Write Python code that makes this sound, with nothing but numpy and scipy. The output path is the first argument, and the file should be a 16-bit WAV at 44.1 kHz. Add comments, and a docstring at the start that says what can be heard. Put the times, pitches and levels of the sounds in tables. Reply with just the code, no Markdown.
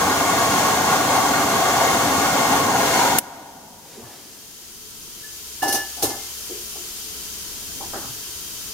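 """Hair dryer in a refrigerator's coil compartment

A dryer blows on the coils near two hissy microphones: turbulence is shaped noise, the motor a set of harmonics.
Its switch snaps off so sharply that a limiter ducks; the fan coasts down whirring while the hiss creeps back.
The dryer is drawn away with a rustle and dull thuds, which are bursts of filtered noise.
Then decaying modes of metal ring under clanks and scrapes, and a few soft knocks follow."""
import sys
import numpy as np
from scipy import signal
from scipy.fft import irfft
from scipy.io import wavfile
from scipy.ndimage import uniform_filter1d

SR = 44100
rng = np.random.default_rng(int(sys.argv[2]) if len(sys.argv) > 2 else 0)


def store_pcm(level_fs):
    """Save levels as 16-bit WAV."""
    pcm = np.round(np.clip(level_fs, -1, 1) * 32767).astype(np.int16)
    wavfile.write(sys.argv[1], SR, np.atleast_2d(pcm).T)


N = 384993
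TIME = np.arange(N) / SR
OFF_S = 3.1845  # the switch snaps

# Resonances and hollows of the barrel and compartment. Each row: centre in Hz, width in Hz, lift in dB.
HOLLOWS = [(272, 56, 7.5), (297, 29, 2), (332, 24, -3.5), (397, 45, 4), (543, 42, 4), (618, 51, -4),
           (687, 47, 8.5), (758, 50, 8.5), (837, 80, 5.5), (915, 50, -1), (1314, 84, -3), (1415, 42, 6.5),
           (1510, 70, 3), (1656, 55, 6), (1850, 70, 4), (2086, 65, 3), (2172, 45, 8), (2760, 37, 5),
           (3300, 220, 1.5), (4370, 170, 3.5)]
# What the cabinet gives back when it is hit. Each row: frequency in Hz, relative density in dB per Hz.
CABINET = [(40, -27), (115, -6.5), (175, -20), (260, -0.5), (390, 0.5), (520, -5), (640, -1.5), (800, 4),
           (980, -5.5), (1450, -12), (2300, -30), (6000, -55)]
# Hard clanks against the metal. Each row: start in seconds, thud in dB, crunch in dB, ring in dB,
# crunch t60 in seconds, strength of the jangle as a factor, treble tilt in dB per octave.
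CLANKS = [(5.621, -20.5, -19.5, -40, 0.24, 0.2, -1), (5.644, -23, -40, -35, 0.1, 0.5, 0),
          (5.676, -25.5, -15.5, -34, 0.23, 1.6, -2.5), (5.723, -31, -9, -37, 0.091, 0.8, 1.5),
          (5.739, -27, -13.5, -42, 0.2, 1.0, -1.5), (6.022, -24.5, -12.5, -37, 0.22, 0.31, 0),
          (6.088, -31, -25, -41.5, 0.17, 0.6, -6), (6.110, -34.5, -36, -46, 0.1, 0.5, 0)]


def gain_of(db):
    """Decibel law: 20 dB is a factor of ten in amplitude."""
    return 10 ** (np.asarray(db) / 20)


def evened(x):
    """Normalisation to unit root mean square."""
    return x / np.sqrt(np.mean(x ** 2) + 1e-20)


def read(points, hz):
    """Spectral interpolation along a logarithmic frequency axis."""
    f, value = np.transpose(points)
    return np.interp(np.log(hz + 1), np.log(f + 1), value)


def lift_db(resonances, hz):
    """Resonance: each lifts a bell of frequencies, to half its dB at the edges of its width."""
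    return sum(lift / (1 + (2 * (hz - f) / width) ** 2) for f, width, lift in resonances)


def add(mix, s, sound):
    """Superposition: a stereo sound joins the mix at s seconds."""
    part = mix[:, round(s * SR):][:, :sound.shape[1]]
    part += sound[:, :part.shape[1]]


def drift(t, rate):
    """Random wandering of unit rms: sines up to rate Hz, the slower the stronger."""
    rates = np.geomspace(rate / 20, rate, 24)
    return evened(sum(np.sin(2 * np.pi * (f * t + rng.random())) / np.sqrt(f) for f in rates))


def pair(shape, same):
    """Coherence: complex noise for two microphones, alike to the degree given by same."""
    a, b = rng.standard_normal((2, *shape)) + 1j * rng.standard_normal((2, *shape))
    same = np.clip(same, -1, 1)
    return np.array([a, same * a + np.sqrt(1 - same ** 2) * b])


def sides(points, hz):
    """Interaural level difference: half the balance goes to each side with opposite sign."""
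    return gain_of(np.outer([.5, -.5], read(points, hz)))


def ripple(hz, spacing_hz, full_above_hz=3200):
    """Comb-like interference: fine fixed peaks and dips at each microphone, smaller towards the bass."""
    grid = np.arange(0, SR / 2, spacing_hz)
    heights = rng.standard_normal((2, len(grid)))
    peaks = evened(np.array([np.interp(hz, grid, ear) for ear in heights]))
    return peaks * np.sqrt(np.minimum(hz / full_above_hz, 1))


def burst(colour_db, t60, rise_s):
    """Transient: a second of noise, coloured by one dB value per Hz, swells and decays exponentially."""
    # Each row: frequency in Hz, left-right likeness from -1 to 1.
    knock_same = [(100, 0.9), (400, 0.95), (800, 0.59), (1500, 0.53), (3500, 0.016), (15000, 0.034)]
    t, hz = np.arange(SR) / SR, np.arange(colour_db.shape[-1])
    spectrum = pair(hz.shape, read(knock_same, hz)) * gain_of(colour_db)
    noise = evened(irfft(spectrum, SR))
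    return noise * (1 - np.exp(-t / rise_s)) * gain_of(-60 * t / t60)


def fan_speed(t, coast_s=0.6):
    """Exponential coasting: share of full speed, steady until the power is cut."""
    return np.exp(-np.maximum(t - OFF_S, 0) / coast_s)


def air(level_db=-17.5, gap_lift_db=10, gap_width_hz=115, eddy_db=0.9, buffet_db=0.65, cut_db=1.0,
        roar_fall_db=38, treble_fall_db=25, ripple_db=2.5):
    """Turbulence: noise coloured by the hollows it blows through fades and dulls as the fan slows."""
    # The moving nozzle. Each row: time in seconds, jet hiss in dB (only its change counts),
    # pitch in Hz of the hollow between nozzle and coils.
    nozzle = [(0.0, -28.5, 1106), (0.82, -27, 1093), (1.17, -28.5, 1120), (2.26, -27, 1125),
              (2.62, -29, 1090), (2.94, -26, 1013), (3.15, -28, 955)]
    # How far each pitch follows the jet's hiss. Each row: frequency in Hz, share in dB per dB.
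    jet_share = [(1200, 0), (2600, 1.0)]
    # Rushing air. Each row: frequency in Hz, relative density in dB per Hz.
    air_colour = [(20, -21), (45, -38), (80, -8.5), (200, -6), (480, -7), (900, -4), (1300, -7),
                  (2400, -13.5), (4800, -16.5), (6600, -13.5), (8500, -18), (10200, -24.5), (13000, -21),
                  (16000, -25.5)]
    # Each row: frequency in Hz, left-right likeness from -1 to 1.
    air_same = [(25, .3), (60, 0.83), (130, 0.98), (300, 0.97), (700, 0.68), (1400, 1), (3000, 0.046),
                (15000, 0.54)]
    # Each row: frequency in Hz, left minus right in dB.
    air_side = [(60, -2), (110, -1.5), (200, 1.5), (380, -4), (700, 4.5), (1290, -2), (2380, 0.5),
                (4400, 2), (8120, 4.5), (15000, 0.5)]
    # Each row: frequency in Hz, phase by which left leads in radians.
    air_lead = [(0, -2.5), (520, 0.5), (950, -0.63), (1890, 2.0), (2150, 1.1), (2500, 3.5), (2840, -2.5),
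                (3700, 2.0), (3960, 3.5), (5000, 2), (7150, 8.5), (9040, 12), (13500, 15.5), (16300, 8)]

    t, hz = np.arange(N // 512 + 5) * 512 / SR, np.fft.rfftfreq(2048, 1 / SR)
    nozzle_s, hiss_db, hollow_hz = np.transpose(nozzle)
    jet_db = np.interp(t, nozzle_s, hiss_db)[:, None]
    gap_hz = np.interp(t, nozzle_s, hollow_hz)[:, None]
    field = read(air_colour, hz) + lift_db(HOLLOWS, hz)
    field = field + lift_db([(gap_hz, gap_width_hz, gap_lift_db)], hz)
    # the hand moves the nozzle
    field += (jet_db - hiss_db.mean()) * read(jet_share, hz)
    # eddies come and go in patches of time and frequency
    patches = uniform_filter1d(rng.standard_normal(field.shape), size=8, axis=0)
    field += eddy_db * evened(uniform_filter1d(patches, size=8, axis=1))
    # the jet buffets the coils, so everything above 700 Hz flutters together
    field += buffet_db * drift(t, 29.76)[:, None] * read([(500, 0), (700, 1.0)], hz)
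    # the roar drops when the power is cut; slower air makes larger eddies, so the highs die first
    field -= cut_db * (t > OFF_S)[:, None]
    fall_db = roar_fall_db + treble_fall_db * np.log10(np.clip(hz, 150, 6000) / 800)  # per tenfold slowing
    field += np.log10(fan_speed(t))[:, None] * fall_db
    # each microphone has its own balance, reflections and phase
    lead = np.exp(1j * np.outer([.5, -.5], read(air_lead, hz)))
    ears = sides(air_side, hz) * gain_of(ripple_db * ripple(hz, 45)) * lead
    z = pair(field.shape, read(air_same, hz)) * gain_of(field) * ears[:, None]
    x = signal.istft(z.swapaxes(1, 2), nperseg=2048, noverlap=1536)[1][:, :N]
    return gain_of(level_db) * x / x[:, TIME < OFF_S].std()


def motor(shaft_hz=117.8, level_db=3, wobble=0.00093, coast_jitter=0.05, coast_jitter_hz=90, shimmer_db=4.0,
          fade_power=0.94, housing_hz=245, housing_width_hz=130, housing_db=8):
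    """Harmonics of rotation: brush whine stops with the current, fan tones glide down through resonances."""
    # Each row: multiple of the shaft rate, relative level in dB.
    whine = [(2, -60), (4, -48), (12, -50), (14, -50), (37, -57), (46, -51), (49, -53), (55, -49),
             (56, -53), (57, -51), (58, -51), (59, -51), (60, -54), (68, -53), (70, -52)]
    t = TIME[::200]
    speed = fan_speed(t)
    # the glide grows uneven as the fan slows
    unsteady = wobble * drift(t, 12) + coast_jitter * (1 - speed) * drift(t, coast_jitter_hz)
    turns = np.cumsum(np.interp(TIME, t, shaft_hz * speed * (1 + unsteady))) / SR
    out = np.zeros((2, N))
    # the fan tones whirr as they pass the housing's resonance
    body = HOLLOWS + [(housing_hz, housing_width_hz, housing_db)]
    for order, db in whine:
        is_brush = order > 20
        drive = t < OFF_S if is_brush else speed ** fade_power
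        resonance_db = lift_db(body, order * shaft_hz * speed)
        for ear in out:
            level = drive * gain_of(db + resonance_db + shimmer_db * drift(t, 10))
            lag = rng.random() / 20  # a small share of a turn: mainly high orders differ between the microphones
            ear += np.interp(TIME, t, level) * np.sin(2 * np.pi * order * (turns + lag))
    return gain_of(level_db) * out


def noise_floor(level_db=-32, hum_hz=65, hum_waver_db=2.0, ripple_db=2.5, rumble_below_hz=480,
                rumble_waver_db=2.0):
    """Stationary noise: microphone hiss, with room rumble that comes and goes and a wavering low hum."""
    # Quiet room and microphone hiss. Each row: frequency in Hz, relative density in dB per Hz.
    floor_colour = [(20, -3.5), (85, 1), (160, -5), (300, -5), (450, -7.5), (560, -12), (850, -11),
                    (1350, -10.5), (1900, -9.5), (2250, -8.5), (3000, -3.5), (4000, -3.5), (5800, 1),
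                    (10000, -4.5), (13000, -3), (15800, -9)]
    # Resonances that colour the quiet room. Each row: centre in Hz, width in Hz, lift in dB.
    room = [(215, 78, 3.5), (342, 13, 5.5), (430, 38, 7.5), (970, 54, 3), (1336, 75, 4), (3160, 200, 4.5)]
    # Each row: frequency in Hz, left-right likeness from -1 to 1.
    floor_same = [(60, 0.46), (130, 0.024), (290, 0.72), (640, 0.66), (1410, 0.63), (3100, -0.0087),
                  (6820, 0.027), (15000, -0.01)]
    # Each row: frequency in Hz, left minus right in dB.
    floor_side = [(60, -1), (180, 3), (550, -1.5), (1650, 1), (4970, 0), (15000, 4)]
    # The low hum. Each row: time in seconds, level in dB.
    hum = [(5.1, -69), (5.5, -52), (6.3, -54), (6.6, -51), (7.3, -50), (7.8, -58), (8.5, -55)]

    hz, t = np.fft.rfftfreq(N, 1 / SR), TIME[::200]
    colour_db = read(floor_colour, hz) + lift_db(room, hz) + ripple_db * ripple(hz, 60)
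    colour = gain_of(colour_db) * sides(floor_side, hz)
    noise = evened(irfft(pair(hz.shape, read(floor_same, hz)) * colour, N))
    low_pass = signal.butter(2, rumble_below_hz, fs=SR, output="sos")
    rumble = signal.sosfiltfilt(low_pass, noise)
    noise += rumble * (np.interp(TIME, t, gain_of(rumble_waver_db * drift(t, 3.3))) - 1)
    hum_db = np.interp(t, *np.transpose(hum)) + hum_waver_db * drift(t, 5)
    hum_tone = np.interp(TIME, t, gain_of(hum_db)) * np.sin(2 * np.pi * hum_hz * TIME)
    return gain_of(level_db) * noise + hum_tone


def switch(snap_db=15.5, snap_t60=0.027, echo_db=-17, echo_t60=0.21):
    """Impulse and reverberation: a very loud, bright snap and its short echo in the compartment."""
    # Each row: frequency in Hz, relative density in dB per Hz.
    snap_colour = [(40, -13), (300, 1), (2000, -2), (3100, -2), (4000, -6), (6000, 0), (12000, 5.5),
                   (16000, -0.5)]
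    out, colour = np.zeros((2, N)), read(snap_colour, np.arange(SR // 2 + 1))
    snap = gain_of(snap_db) * burst(colour, snap_t60, 0.0013)
    echo = gain_of(echo_db) * burst(colour, echo_t60, .003)
    add(out, OFF_S, snap + echo)
    return out


def rustle(same=0.79, rough_db=1.5):
    """Friction noise: soft, uneven handling swells and fades as the dryer is drawn away."""
    # Each row: time in seconds, level in dB.
    swell = [(3.721, -56), (3.9, -33), (4.08, -36), (4.3, -38), (4.55, -47)]
    # Each row: frequency in Hz, relative density in dB per Hz.
    rustle_colour = [(40, -22), (120, -10), (400, 10), (560, 3), (800, 1), (1300, -4), (1700, -1),
                     (2200, -3), (3200, -4), (6000, -1.5), (15000, -12)]
    t, hz, out = np.arange(SR) / SR, np.arange(SR // 2 + 1), np.zeros((2, N))
    s, db = np.transpose(swell)
    noise = evened(irfft(pair(hz.shape, same) * gain_of(read(rustle_colour, hz)), SR))
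    level_db = np.interp(s[0] + t, s, db) + rough_db * drift(t, 26.1)
    add(out, s[0], noise * gain_of(level_db))
    return out


def thuds(width_octaves=0.36):
    """Dull impact: each blow favours one pitch of the cabinet and loses the treble above its own limit."""
    # Each row: start in seconds, level in dB, pitch in Hz, lift at that pitch in dB, dull above in Hz,
    # rise in seconds, t60 in seconds.
    blows = [(3.955, -21, 420, 20, 1200, .02, 0.24), (3.975, -23, 216, 31, 620, 0.014, 0.21),
             (4.010, -24.5, 1073, 7, 3000, 0.035, 0.47), (4.028, -24, 114, 23, 320, 0.0074, .2),
             (5.629, -8.5, 830, 22, 2300, 0.0026, 0.068), (5.741, -25, 327, 8, 920, .002, 0.12),
             (5.970, -36, 780, 9, 2200, .006, 0.35), (6.028, -31, 115, 11, 320, .003, 0.43),
             (6.034, -20, 400, 15, 1000, 0.0023, 0.11), (6.490, -30, 437, 20, 600, 0.0074, 0.29),
             (6.752, -37.5, 370, 10, 2200, 0.0055, 0.21), (7.803, -30, 1010, 14, 1100, 0.0048, 0.26),
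             (7.931, -27, 1640, 12, 4500, 0.0037, 0.37), (7.936, -35, 187, 21, 400, 0.0096, 0.39),
             (8.025, -34.5, 1300, 17, 1700, .006, 0.3), (8.040, -36, 131, 26, 390, 0.018, 0.44)]
    out, hz = np.zeros((2, N)), np.arange(SR // 2 + 1) + 1
    for s, db, pitch, lift, dull_hz, rise_s, t60 in blows:
        colour = read(CABINET, hz) + lift / (1 + (np.log2(hz / pitch) / width_octaves) ** 2)
        colour -= 20 * np.log10(1 + (hz / dull_hz) ** 6)
        add(out, s, gain_of(db) * burst(colour, t60, rise_s))
    return out


def mode(hz, t, apart_hz=4000):
    """Normal mode: a sine of unit rms, its phase between microphones differing by hz / apart_hz radians."""
    phase = 2 * np.pi * rng.random() + np.array([[.5], [-.5]]) * hz / apart_hz
    return np.sqrt(2) * np.sin(2 * np.pi * hz * t + phase)


def struck(t, t60, rise_s=0.0045):
    """Free decay: envelope of a mode t seconds after a blow."""
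    since = np.maximum(t, 0)
    return (1 - np.exp(-since / rise_s)) * gain_of(-60 * since / t60)


def rubbed(t, length, t60, attack_s=0.0072, release_t60=0.14, after_ring_db=-7):
    """Forced, then free vibration: a mode holds under a stroke, drops quickly, then rings out."""
    since = np.maximum(t - length, 0)
    release_db = np.maximum(-60 * since / release_t60, after_ring_db - 60 * since / t60)
    return np.clip(t / attack_s, 0, 1) * gain_of(release_db)


def metal(fall_db_per_octave=400, rough_db=1.8, slips_per_s=110, chatter_db=2.2, chatter_per_s=120):
    """Modal excitation: blows and scrapes all feed the same modes; loose contact breaks up the ringing."""
    # Modes of the metal. Each row: frequency in Hz, relative level in dB when struck,
    # relative level in dB when rubbed, t60 in seconds.
    modes = [(356, -7, -34, 0.53), (794, 8, -9, 0.33), (1732, -4.5, -0.5, 0.43), (1804, -16, -19, 0.33),
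             (2104, -15, -26, 0.43), (2873, -22, -9.5, 0.36), (5270, -22, -14, .25), (6067, -18, -20, .3)]
    # Touches and knocks that ring mainly one mode. Each row: start in seconds, level in dB, nearby pitch in Hz.
    pings = [(4.040, -41, 1733), (5.235, -39.5, 1733), (5.632, -17, 800), (6.050, -40, 2105),
             (6.055, -41, 1733), (6.160, -45, 802), (6.188, -41, 2116), (6.502, -33.5, 353),
             (6.768, -41, 355)]
    # Sliding strokes that keep the metal singing. Each row: start in seconds, length in seconds, level in dB.
    scrapes = [(5.617, 0.11, -27.5), (5.748, 0.072, -29)]

    t, out = TIME[::40], np.zeros((2, N))
    for hz, struck_db, rubbed_db, t60 in modes:
        slips = gain_of(rubbed_db + rough_db * drift(t, slips_per_s))
        chatter = evened(gain_of(chatter_db * drift(t, chatter_per_s)))
        feeds = []
        for s, db, near_hz in pings:
            ping_db = db - fall_db_per_octave * abs(np.log2(hz / near_hz))
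            feeds.append(gain_of(ping_db) * chatter * struck(t - s, t60))
        for s, _, _, ring_db, *_ in CLANKS:
            feeds.append(gain_of(ring_db + struck_db) * chatter * struck(t - s, t60))
        for s, length, db in scrapes:
            feeds.append(gain_of(db) * slips * rubbed(t - s, length, t60))
        envelope = np.linalg.norm(feeds, axis=0)  # the energies add
        out += np.interp(TIME, t, envelope) * mode(hz, TIME)
    return out


def clanks(thud_t60=0.37, thud_rise_s=0.0031, crunch_rise_s=0.0065, ripple_db=2, grain_db=0.9):
    """Hard impact: the cabinet thuds, and the contact crunches and jangles differently at each spot."""
    # Hard contact. Each row: frequency in Hz, relative density in dB per Hz.
    crunch_colour = [(500, -48), (2400, -9.5), (4000, -3), (6000, -1), (9000, -1.5), (13000, -1),
                     (16000, -7.5)]
    # Resonances of the jangle. 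Each row: centre in Hz, width in Hz, lift in dB at a strength of 1.
    jangle_peaks = [(4300, 250, 3.4), (5300, 220, 8), (6080, 300, 8.5), (7700, 260, 1.6), (9300, 250, 6.4),
                    (10200, 330, 7), (11800, 350, 5), (13050, 260, 4), (14600, 300, 6)]
    out, hz = np.zeros((2, N)), np.arange(SR // 2 + 1)
    for s, thud_db, crunch_db, _, t60, jangle, tilt_db in CLANKS:
        crunch = read(crunch_colour, hz) + jangle * lift_db(jangle_peaks, hz) + ripple_db * ripple(hz, 70)
        crunch += tilt_db * np.log2(np.maximum(hz / 5000, 1))
        roughness = evened(uniform_filter1d(rng.standard_normal(SR), size=60))
        grains = evened(gain_of(grain_db * roughness))
        add(out, s, gain_of(thud_db) * burst(read(CABINET, hz), thud_t60, thud_rise_s))
        add(out, s, gain_of(crunch_db) * grains * burst(crunch, t60, crunch_rise_s))
    return out


def scene():
    """Superposition of everything that reaches the two microphones."""
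    return air() + motor() + noise_floor() + switch() + rustle() + thuds() + metal() + clanks()


def record(dry, limit_db=-9, recovery_db_per_s=6.0, notch_hz=7880, notch_q=45, edge_hz=15850):
    """Dynamic compression and filtering: a limiter ducks at once and recovers slowly, then notch and low-pass."""
    power = uniform_filter1d((dry ** 2).mean(0), size=150)
    power_db = 10 * np.log10(abs(power) + 1e-12)
    # each peak is held, then falls at the recovery rate
    fall = TIME * recovery_db_per_s
    held_db = np.maximum.accumulate(power_db + fall) - fall
    over_db = np.maximum(held_db - limit_db, 0)
    ducked = dry / gain_of(uniform_filter1d(over_db, size=40))
    notched = signal.lfilter(*signal.iirnotch(notch_hz, notch_q, SR), ducked)
    low_pass = signal.firwin(511, edge_hz, window=("kaiser", 9), fs=SR)
    return signal.oaconvolve(np.clip(notched, -1, 1), low_pass[None], "same")


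dry = scene()
out = record(dry)
store_pcm(out)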